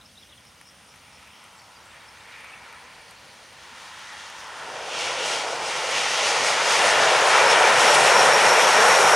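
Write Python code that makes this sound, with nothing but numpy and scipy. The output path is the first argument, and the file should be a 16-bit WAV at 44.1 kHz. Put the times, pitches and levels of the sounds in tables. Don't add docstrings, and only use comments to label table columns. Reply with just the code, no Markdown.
import sys
import numpy as np
from scipy import signal
from scipy.fft import rfft, irfft, next_fast_len
from scipy.io import wavfile
from scipy.ndimage import uniform_filter1d, map_coordinates

SR = 44100
rng = np.random.default_rng(int(sys.argv[2]) if len(sys.argv) > 2 else 0)


def boost(x):
    u = np.asarray(x, float) / 20
    return 10 ** u


def transcribe(signal):
    frames = np.atleast_2d(signal).T
    limited = np.clip(frames, -1, 1)
    pcm = np.round(limited * 32767).astype(np.int16)
    wavfile.write(sys.argv[1], SR, pcm)


N = 403515
BLADE_HZ = 102.6

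# frequency in Hz, likeness from 0 to 1.
ALIKE_NEAR = [(60, 0.975), (280, 0.985), (600, 0.975), (1300, 0.97), (2800, .955), (13000, 0.955)]


def unit(x):
    return x / np.sqrt(np.mean(x ** 2) + 1e-20)


def along(points, hz):
    f, v = np.transpose(points)
    return np.interp(np.log(hz + 1), np.log(f + 1), v)


def curves(rows):
    s, *cols = np.transpose(rows)
    return [np.interp(np.arange(N) / SR, s, c) for c in cols]


def wobble(rate):
    knots = rng.standard_normal(int(N * rate / SR) + 4)
    return map_coordinates(knots, [np.arange(N) * rate / SR])


def swells(rows):
    t = np.arange(N) / SR
    return sum(db * np.exp(-((t - s) / max(half, .005)) ** 2) for s, db, half in rows)


def filtered(x, response):
    m = next_fast_len(N + 8192)
    return irfft(rfft(x, m) * response(np.fft.rfftfreq(m, 1 / SR)), m)[..., :N]


def add(track, s, sound):
    track[round(s * SR):][:len(sound)] += sound


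def rush(gain, alike, patchy_db):
    z = signal.stft(rng.standard_normal((2, N)), nperseg=512)[2]
    patches = uniform_filter1d(rng.standard_normal(z.shape[1:]), size=8, axis=0)
    patches = uniform_filter1d(patches, size=9, axis=1)
    steady = np.clip(np.arange(len(patches)) / 5, .15, 1)[:, None]
    pair = signal.istft(z * boost(patchy_db * steady * unit(patches)), nperseg=512)[1][:, :N]

    def mid_and_side(hz):
        turn = np.arccos(np.clip(along(alike, hz), -1, 1)) / 2
        return gain(hz) * [np.cos(turn), np.sin(turn)]

    mid, side = filtered(pair, mid_and_side)
    return unit(np.array([mid + side, mid - side]))


def field():
    # frequency in Hz, level in dB per Hz.
    air_spectrum = [(24, -32), (40, 6), (106, 5), (160, 0), (204, 3), (349, -8.5), (376, -12), (1300, -1.5),
                    (1970, -6), (3620, -10), (4400, -7.5), (5750, -11), (6490, -18), (9130, -11.5),
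                    (13500, -22.5)]
    # frequency in Hz, likeness from 0 to 1.
    alike_air = [(60, .999), (110, 0.98), (200, 0.99), (520, 0.46), (1500, 0.86), (4400, 0.8),
                 (13000, 0.91)]
    # centre in Hz, width in Hz, level in dB.
    choirs = [
        (9130, 690, -66.5),
        (6200, 300, -74),
    ]

    def air_gain(hz):
        low_cut = hz ** 6 / (hz ** 6 + 50 ** 6)
        return boost(along(air_spectrum, hz)) * low_cut

    air = boost(-55.5 + 0.2 * wobble(2.5)) * rush(air_gain, alike_air, patchy_db=2.0)
    for c_hz, w_hz, db in choirs:
        choir = rush(lambda hz: 1 / (1 + ((hz - c_hz) / w_hz * 2) ** 2), ALIKE_NEAR, patchy_db=4.0)
        air += boost(db + 0.93 * wobble(3.95)) * choir
    return air


def note(db, from_hz, to_hz, length):
    u = np.linspace(0, 1, int(length * SR))
    glide_hz = from_hz + (to_hz - from_hz) * u
    return boost(db) * np.sin(np.pi * u) * np.sin(2 * np.pi * np.cumsum(glide_hz) / SR)


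def birds():
    # start in seconds, peak in dB, start pitch in Hz, end pitch in Hz, length in seconds.
    bird_notes = [(.008, -50, 4280, 3340, 0.013), (0.048, -50, 4500, 5860, 0.023),
                  (.09, -56, 3700, 3100, .016), (.152, -51, 4220, 3500, .008), (0.17, -46, 3380, 4180, .02),
                  (.21, -56, 2900, 3500, .01), (0.219, -49, 3940, 2920, .022),
                  (0.29, -49, 4000, 3400, 0.015), (0.315, -49, 4060, 2450, .028),
                  (.37, -51, 3820, 2860, 0.018), (1.585, -52, 4400, 4700, 0.024),
                  (1.748, -51, 5040, 4520, 0.036), (1.786, -60, 4100, 3500, 0.011),
                  (1.825, -58, 6840, 7000, .012), (1.91, -55, 3500, 3800, .01),
                  (2.0, -52, 4100, 3500, .018), (2.078, -51, 5070, 5600, .022),
                  (2.2, -49, 3400, 4000, 0.016), (2.32, -49.5, 4140, 3500, .014),
                  (2.523, -41, 2450, 2780, 0.023)]
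    out = np.zeros(N)
    for s, *voice in bird_notes:
        add(out, s, note(*voice))
    return out * boost(1.6 * wobble(300))


def crickets(out):
    # start in seconds, peak in dB.
    triplets = [(.15, -60), (.385, -59), (.618, -58), (.852, -58), (1.085, -59), (1.32, -57), (1.555, -57),
                (1.79, -62)]
    # start in seconds, level in dB, length in seconds.
    katydid = [(1.52, -62, .11), (1.81, -63, .15), (2.16, -63, .09)]
    cricket_hz, stroke_gap_s = 5100, .0385
    rasp = wobble(950) * boost(3 * wobble(60))
    buzz = wobble(350)
    for s, db in triplets:
        neighbours = note(db - 1.5, 5400, 5350, .14)
        add(out, s - .01, neighbours * rasp[round(s * SR):][:int(.14 * SR)])
        for k in range(3):
            stroke_db = db - 2 + rng.normal(0, 1.5)
            stroke = note(stroke_db, *cricket_hz + rng.normal(0, 90, size=2), .009)
            add(out, s + k * stroke_gap_s - .004, stroke)
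    for s, db, length in katydid:
        add(out, s, note(db, 7600, 7600, length) * buzz[round(s * SR):][:int(length * SR)])


def wildlife():
    out = birds()
    crickets(out)
    t = np.arange(SR // 5) / SR
    echoes = rng.standard_normal((2, len(t))) * boost(-60 * t / .15)
    tail = echoes[0] + .15 * echoes[1] * [[1], [-1]]
    tail = tail / np.linalg.norm(tail[0])
    wet = signal.fftconvolve(out[None], tail, axes=1)[:, :N]
    return out * boost([[.3], [-.3]]) + boost(-4.5) * wet


def drizzle():
    # time in seconds, tick in dB, knock in dB.
    drops = [(0.4514, -43, -52), (0.612, -39, -43.5), (0.6714, -48, -52), (0.9397, -50, -47),
             (0.9592, -42, -53), (1.1293, -47, -50), (1.227, -48, -48), (1.2744, -49, -47),
             (1.4396, -44, -50), (1.528, -47, -49), (1.617, -48, -47), (2.4074, -42, -44),
             (2.4438, -40, -39), (2.7257, -43, -46), (3.1093, -39, -49), (3.3397, -47, -54),
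             (3.5289, -46, -48), (3.9894, -42, -50), (4.129, -41, -37), (4.2996, -36, -45)]
    ticks, knocks, t = np.zeros(N), np.zeros(N), np.arange(600) / SR
    ring = 0.21 * boost(-60 * t / 0.013) * np.sin(2 * np.pi * 2300 * t)
    knock = boost(-60 * t / 0.0011) + ring
    for s, tick_db, knock_db in drops:
        add(ticks, s + .0007, boost(tick_db - 60 * t / 0.013) * rng.standard_normal(len(t)))
        splatter = .3 * boost(-60 * t / 0.036) * rng.standard_normal(len(t))
        add(knocks, s + .0007, -boost(knock_db + 13.5) * (knock + splatter))
    bright = signal.butter(3, [7500, 11500], "bandpass", fs=SR, output="sos")
    dull = signal.butter(2, [800, 2900], "bandpass", fs=SR, output="sos")
    return signal.sosfilt(bright, ticks) + signal.sosfilt(dull, knocks)


def hum():
    # frequency in Hz, level in dB over the hum noise.
    hum_tones = [
        (99, -14.5),
        (139, -12),
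        (245, -4.5),
    ]
    t = np.arange(N) / SR
    return sum(boost(db) * (0.32 + 0.84 * wobble(22)) * np.sin(2 * np.pi * hz * t) for hz, db in hum_tones)


def whine():
    # time in seconds, frequency in Hz.
    spool = [(7.3, 5300), (7.5, 5350), (7.85, 5470), (8.3, 5530), (8.6, 5570), (9.15, 5590)]
    # time in seconds, level in dB.
    whine_db = [(7.3, -37), (7.8, -34.5), (8.3, -30.5), (8.7, -29), (9.15, -22.5)]
    # time in seconds, lift in dB, half length in seconds.
    flares = [(7.5, 12.5, 0.035), (7.79, 3, .02), (7.9, 13, 0.039), (8.17, 9, 0.063), (8.34, 10, 0.015),
              (8.51, 9, 0.035), (8.62, 7, 0.036), (8.78, 2, .06), (8.93, 2.5, 0.044)]
    (hz,), (db,) = curves(spool), curves(whine_db)
    t = np.arange(N) / SR
    start = np.clip((t - whine_db[0][0]) / 0.17, 0, 1)
    turn = 2 * np.pi * np.cumsum(hz + 5 * wobble(25)) / SR
    tones = boost(-8) * (1.4 + 0.35 * wobble(25)) * np.sin(turn)
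    for side in (-1, 1):
        tones += boost(-10.5) * wobble(30) * np.sin(turn + side * 2 * np.pi * BLADE_HZ * t)
    haystack = boost(-2.5) * wobble(800) * np.sin(turn)
    octave = boost(-15.5) * wobble(900) * np.sin(2 * turn)
    over = boost(db + swells(flares) + 32.0)
    return start * boost(-33.5 + np.array([[.6], [-.6]])) * over * (tones + haystack + octave)


def part(hz, count):
    # frequency in Hz, level in dB per Hz.
    near_spectrum = [(15, -71), (25, -41), (101, -39), (138, -19), (289, -21.5), (489, -6.5), (850, -2.5),
                     (1230, -4), (1870, -5), (4230, -13.5), (5660, -13), (7170, -16), (9570, -17.5),
                     (11500, -33), (13500, -44.5)]
    edges_hz = [42, 340, 800, 1700, 2700, 3650, 7000, 10500, 17000]

    def above(edge_hz):
        return np.clip(.5 + 4 * np.log2((hz + 1) / edge_hz), 0, 1)

    share = above(edges_hz[count]) - above(edges_hz[count + 1])
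    echo = .19 / (1 + (hz / 3300) ** 4) * np.exp(-2j * np.pi * hz / 466)
    return np.sqrt(share) * boost(along(near_spectrum, hz)) * (1 + echo)


def ground(x):
    # time in seconds, centre in Hz, change in dB.
    high_dip = [(0, 4360, -5), (3, 4400, 5), (4.5, 3850, -1), (6.3, 3620, -1), (7.2, 4800, -1),
                (9.15, 4730, -2.5)]
    mid_dip = [(.3, 1750, -4), (1.3, 1650, -7), (1.7, 1650, -6), (2.1, 2310, 2.5), (3.2, 2400, 1.5),
               (3.7, 2440, -2), (4.6, 2300, -3), (5, 1840, -4.5), (6.4, 1620, -3.5), (7, 1650, 0)]
    low_dip = [(0, 201, 9), (4, 204, -14), (6.3, 188, -7.5), (7.2, 195, -5), (9.15, 200, 5.5)]
    brief_lift = [(1.0, 2400, .1), (1.08, 2400, 5), (1.17, 2550, 4), (1.27, 2500, 6), (1.38, 3150, 6),
                  (1.48, 3250, 2), (2.22, 2300, 0), (2.33, 2300, 3), (2.52, 2300, 2), (2.65, 2200, 1),
                  (4.05, 1950, -1), (4.13, 1950, 5), (4.2, 1900, -1), (5.15, 3000, 0.5), (5.28, 3000, 3.5),
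                  (5.4, 3000, 0.05)]
    hz, t, z = signal.stft(x, SR, nperseg=1024)
    for band, octaves in ((high_dip, .11), (mid_dip, .14), (low_dip, .16), (brief_lift, .09)):
        s, centre_hz, db = np.transpose(band)
        away = np.log2((hz[:, None] + 1) / np.interp(t, s, centre_hz)) / octaves
        z = z * boost(np.interp(t, s, db) * np.exp(-away ** 2 / 2))
    return signal.istft(z, SR, nperseg=1024)[1][:, :N]


def bursts():
    # time in seconds, change in dB, half length in seconds.
    puddles = [(3.82, 4, 0.057), (4.3, 0, .05), (4.8, -2, 0.054), (4.94, 0.5, .03), (5.02, 3.5, 0.057),
               (5.3, 6.5, 0.11), (5.74, 4, 0.056), (6.04, 1, 0.06), (6.19, 1.5, 0.022), (6.28, 3.5, 0.036),
               (6.5, 2.5, 0.059), (6.74, 5, 0.061), (6.88, 4.5, 0.071), (7.29, 4, 0.034),
               (7.52, 4.5, 0.022), (7.85, 3.5, 0.082), (7.95, 5.5, 0.0094), (8.08, 4.5, 0.075),
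               (6.17, 0.5, .08), (7.15, 0, .06), (7.45, 1, .05), (8.47, 3.5, 0.036), (8.6, 4, .03),
               (8.82, 2, 0.012), (9.0, 2, .03)]
    core_gusts = [(.95, 0.5, .2), (1.3, 1, 0.18), (1.65, -4.5, 0.13), (1.96, 3.5, 0.088),
                  (2.397, 7.5, 0.13), (2.7, 1.5, 0.16), (3.45, 0, 0.16), (4.13, 1.5, .06), (4.7, 0.5, 0.19),
                  (5.07, 2, 0.059), (5.53, -4, .08), (5.945, 2, 0.045), (6.27, 1.5, 0.037),
                  (6.78, 1.5, .03), (7.352, 2, 0.046), (7.626, 1, 0.12), (7.9, 1, 0.16), (8.204, 2.5, .1),
                  (8.6, 0.5, 0.041), (8.77, 1, 0.023), (8.92, 0, 0.037), (9.12, -3.5, 0.11)]
    blade_bites = [(1.76, 3, .08), (4.6, -3, 0.059), (5.25, -1, 0.091), (5.66, -2.5, 0.068),
                   (6.39, 5, 0.065), (6.7, -2, .04), (6.83, 4.5, 0.056), (7.0, 1.5, .06),
                   (7.303, -1.5, 0.1), (7.542, 4, 0.026), (7.9, -1, 0.19), (8.27, 1.5, 0.098),
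                   (8.39, -5, 0.058), (8.463, 7, 0.039), (8.625, -5, .025), (8.665, 5, 0.017),
                   (8.72, -3, .025), (8.1, 3, 0.054), (8.556, 0, 0.031), (8.82, 2.5, 0.055),
                   (9.09, -2, 0.035)]
    exhaust_gusts = [(1.35, -1, .08), (1.702, -2.5, .12), (4.0, -0.5, .1), (4.35, -2, .08),
                     (4.62, 2.5, 0.11), (4.9, -2.5, .1), (6.607, -1.5, 0.12), (6.9, -1, .06),
                     (7.2, -1, 0.086), (7.5, -1, .08), (8.05, -0.5, .1), (8.55, 0, 0.11),
                     (7.8, -0.5, 0.058), (9.003, -1.5, .1)]
    splash = [.01, .01, .1, 0.31, 0.52, 0.66, 0.88, .8]
    windy = [.01, .01, .05, 0.82, 0.57, .05, .01, .01]
    biting = [0.28, 0.47, 0.09, .05, .01, .01, .01, .01]
    blowing = [.01, 0.18, 0.68, .1, .01, .01, .01, .01]
    events_db = [swells(rows) for rows in (puddles, core_gusts, blade_bites, exhaust_gusts)]
    return np.transpose([splash, windy, biting, blowing]) @ events_db


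def part_levels():
    # time in seconds, level in dB.
    engines = [(0, -52), (.92, -40.5), (1.5, -34), (2.25, -34), (2.68, -29), (3.2, -36.5), (3.5, -35.5),
               (3.77, -28), (4.28, -25), (4.79, -19), (5.12, -13.5), (5.85, -13), (6.0, -11), (6.45, -8),
               (6.85, -3.5), (7.4, -0.5), (8.4, -0.5), (9.15, 2)]
    # time in seconds, level in dB.
    blade_load = [(0, -44.5), (1.2, -42), (2, -37), (4.1, -35.5), (4.4, -32.5), (4.76, -17.5),
                  (5.25, -12.5), (6.1, -13), (6.4, -9), (6.78, -6.5), (6.9, -4), (7.5, 0), (9.15, 0.5)]
    # time in seconds, level in dB.
    spray = [(0, -36.5), (.94, -34.5), (2.83, -31), (3.3, -31), (4.25, -20.5), (4.4, -22), (4.7, -20.5),
             (4.87, -16), (4.95, -9), (5.6, -11), (5.9, -7), (6.0, -2.5), (6.6, -3.5), (7, -1.5), (9.15, 0)]
    # level alongside in dB, share of engines, share of blades, share of spray,
    # gain in dB per second as the wet air between thins.
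    parts = [
        (-42, .02, 0.52, 0.16, 0.07),
        (-21, 0.022, 0.98, .01, 0),
        (-19, 0.98, .01, .01, -0.01),
        (-22.5, 0.47, .01, 0.48, 0.06),
        (-28.5, 0.082, .01, 0.89, -0.5),
        (-26.5, .01, .01, 1.0, -0.09),
        (-32.5, 0.1, .01, 0.85, 0.81),
        (-41.5, .01, .01, 0.69, 3),
    ]
    thins_from_s, alongside_s = 5, 9
    closing = np.clip(np.arange(N) / SR, thins_from_s, None) - alongside_s
    drives = np.array(curves(engines) + curves(blade_load) + curves(spray) + [closing])
    flutter_db = [1.9, 0.34, 0.15, 0.62, 0.96, 0.42, 0.67, 0.88]
    bursts_db = bursts()
    levels_db = []
    for k, (db, *shares) in enumerate(parts):
        flutter = flutter_db[k] * wobble(17) * boost(0.36 * drives[0])
        levels_db.append(db + np.dot(shares, drives) + bursts_db[k] + flutter)
    return levels_db


def aircraft():
    # time in seconds, left minus right in dB.
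    lean = [(0, .1), (6, .4), (7.3, .85), (9.15, .6)]
    patchy_db = [0.31, 0.64, 0.3, 0.67, 0.65, 0.53, 0.54, 1.1]
    gust_db = [.1, 0.29, 0.21, 0.1, 0.17, 0.78, 0.76, 0.88]
    gating = [.02, 0.1, 0.08, 0.08, 0.07, 0.07, 0.08, 0.08]
    levels_db = part_levels()
    gust = wobble(15) + .5 * wobble(35)
    blades = np.cos(2 * np.pi * np.cumsum(BLADE_HZ + 2.72 * wobble(2.3)) / SR)
    out = whine() + boost(levels_db[0]) * hum()
    for k, db in enumerate(levels_db):
        noise = rush(lambda hz: part(hz, count=k), ALIKE_NEAR, patchy_db[k])
        out = out + boost(db + gust_db[k] * gust) * (1 + gating[k] * blades) * noise
    lean_db, = curves(lean)
    return ground(out) * boost([lean_db / 2, -lean_db / 2])


def scene():
    return aircraft() + field() + wildlife() + drizzle() * boost([[1.5], [-1.5]])


def top_shut(x):
    # time in seconds, half length in seconds, upper limit in Hz.
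    top_back = [(6.1, .02, 14200), (6.18, .012, 15700), (6.25, .012, 14500), (6.3, .018, 15700),
                (6.44, .016, 15700), (6.58, .026, 15200), (6.73, .014, 13700), (6.83, .012, 13700),
                (6.97, .012, 13700), (7.11, .012, 15700), (7.99, .012, 13700), (8.06, .014, 13700),
                (8.24, .014, 15100), (8.54, .025, 13700), (8.64, .04, 13700), (8.78, .012, 13700),
                (8.94, .012, 13500), (9.01, .016, 13800), (9.1, .03, 13700)]
    top_lost_s = 6.0
    hz, t, z = signal.stft(x, SR, nperseg=1024)
    ragged_hz = 13000 + 140 * wobble(25)[np.minimum(t * SR, N - 1).astype(int)]
    edge_hz = np.where(t < top_lost_s, SR, ragged_hz)
    for s, half, top_hz in top_back:
        edge_hz = np.where(np.abs(t - s) < half, top_hz, edge_hz)
    return signal.istft(z * (hz[:, None] < edge_hz), SR, nperseg=1024)[1][:, :N]


def narrowed(x, level):
    side = (x[0] - x[1]) / 2

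    def above(db):
        return uniform_filter1d((level > boost(db)) * 1., size=1024)

    def band(low_hz, high_hz):
        return filtered(side, lambda hz: (hz > low_hz) & (hz < high_hz))

    lost = .8 * above(-33) * band(6350, SR)
    lost -= above(-33) * (wobble(30) > .5 + above(-19)) * band(6900, 8300)
    lost += 0.67 * (above(-40) - above(-19.0)) * band(-1, 450)
    lost += .97 * (1 - above(-20.0)) * band(-1, 170) * (1 - .67 * above(-41))
    lost += (.35 * above(-33) - .75 * above(-20.5)) * band(450, 1500)
    lost += above(-20.0) * band(-1, 60)
    return x - lost * [[1], [-1]]


def top_cut(x):
    return signal.sosfilt(signal.butter(12, 15720, fs=SR, output="sos"), x)


def record(dry):
    x = dry / (1 + np.abs(dry / 0.67) ** 4) ** (1 / 4)
    level = uniform_filter1d(np.abs(x[0]), size=4096)
    return top_cut(narrowed(top_shut(x), level))


dry = scene()
out = record(dry)
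transcribe(out)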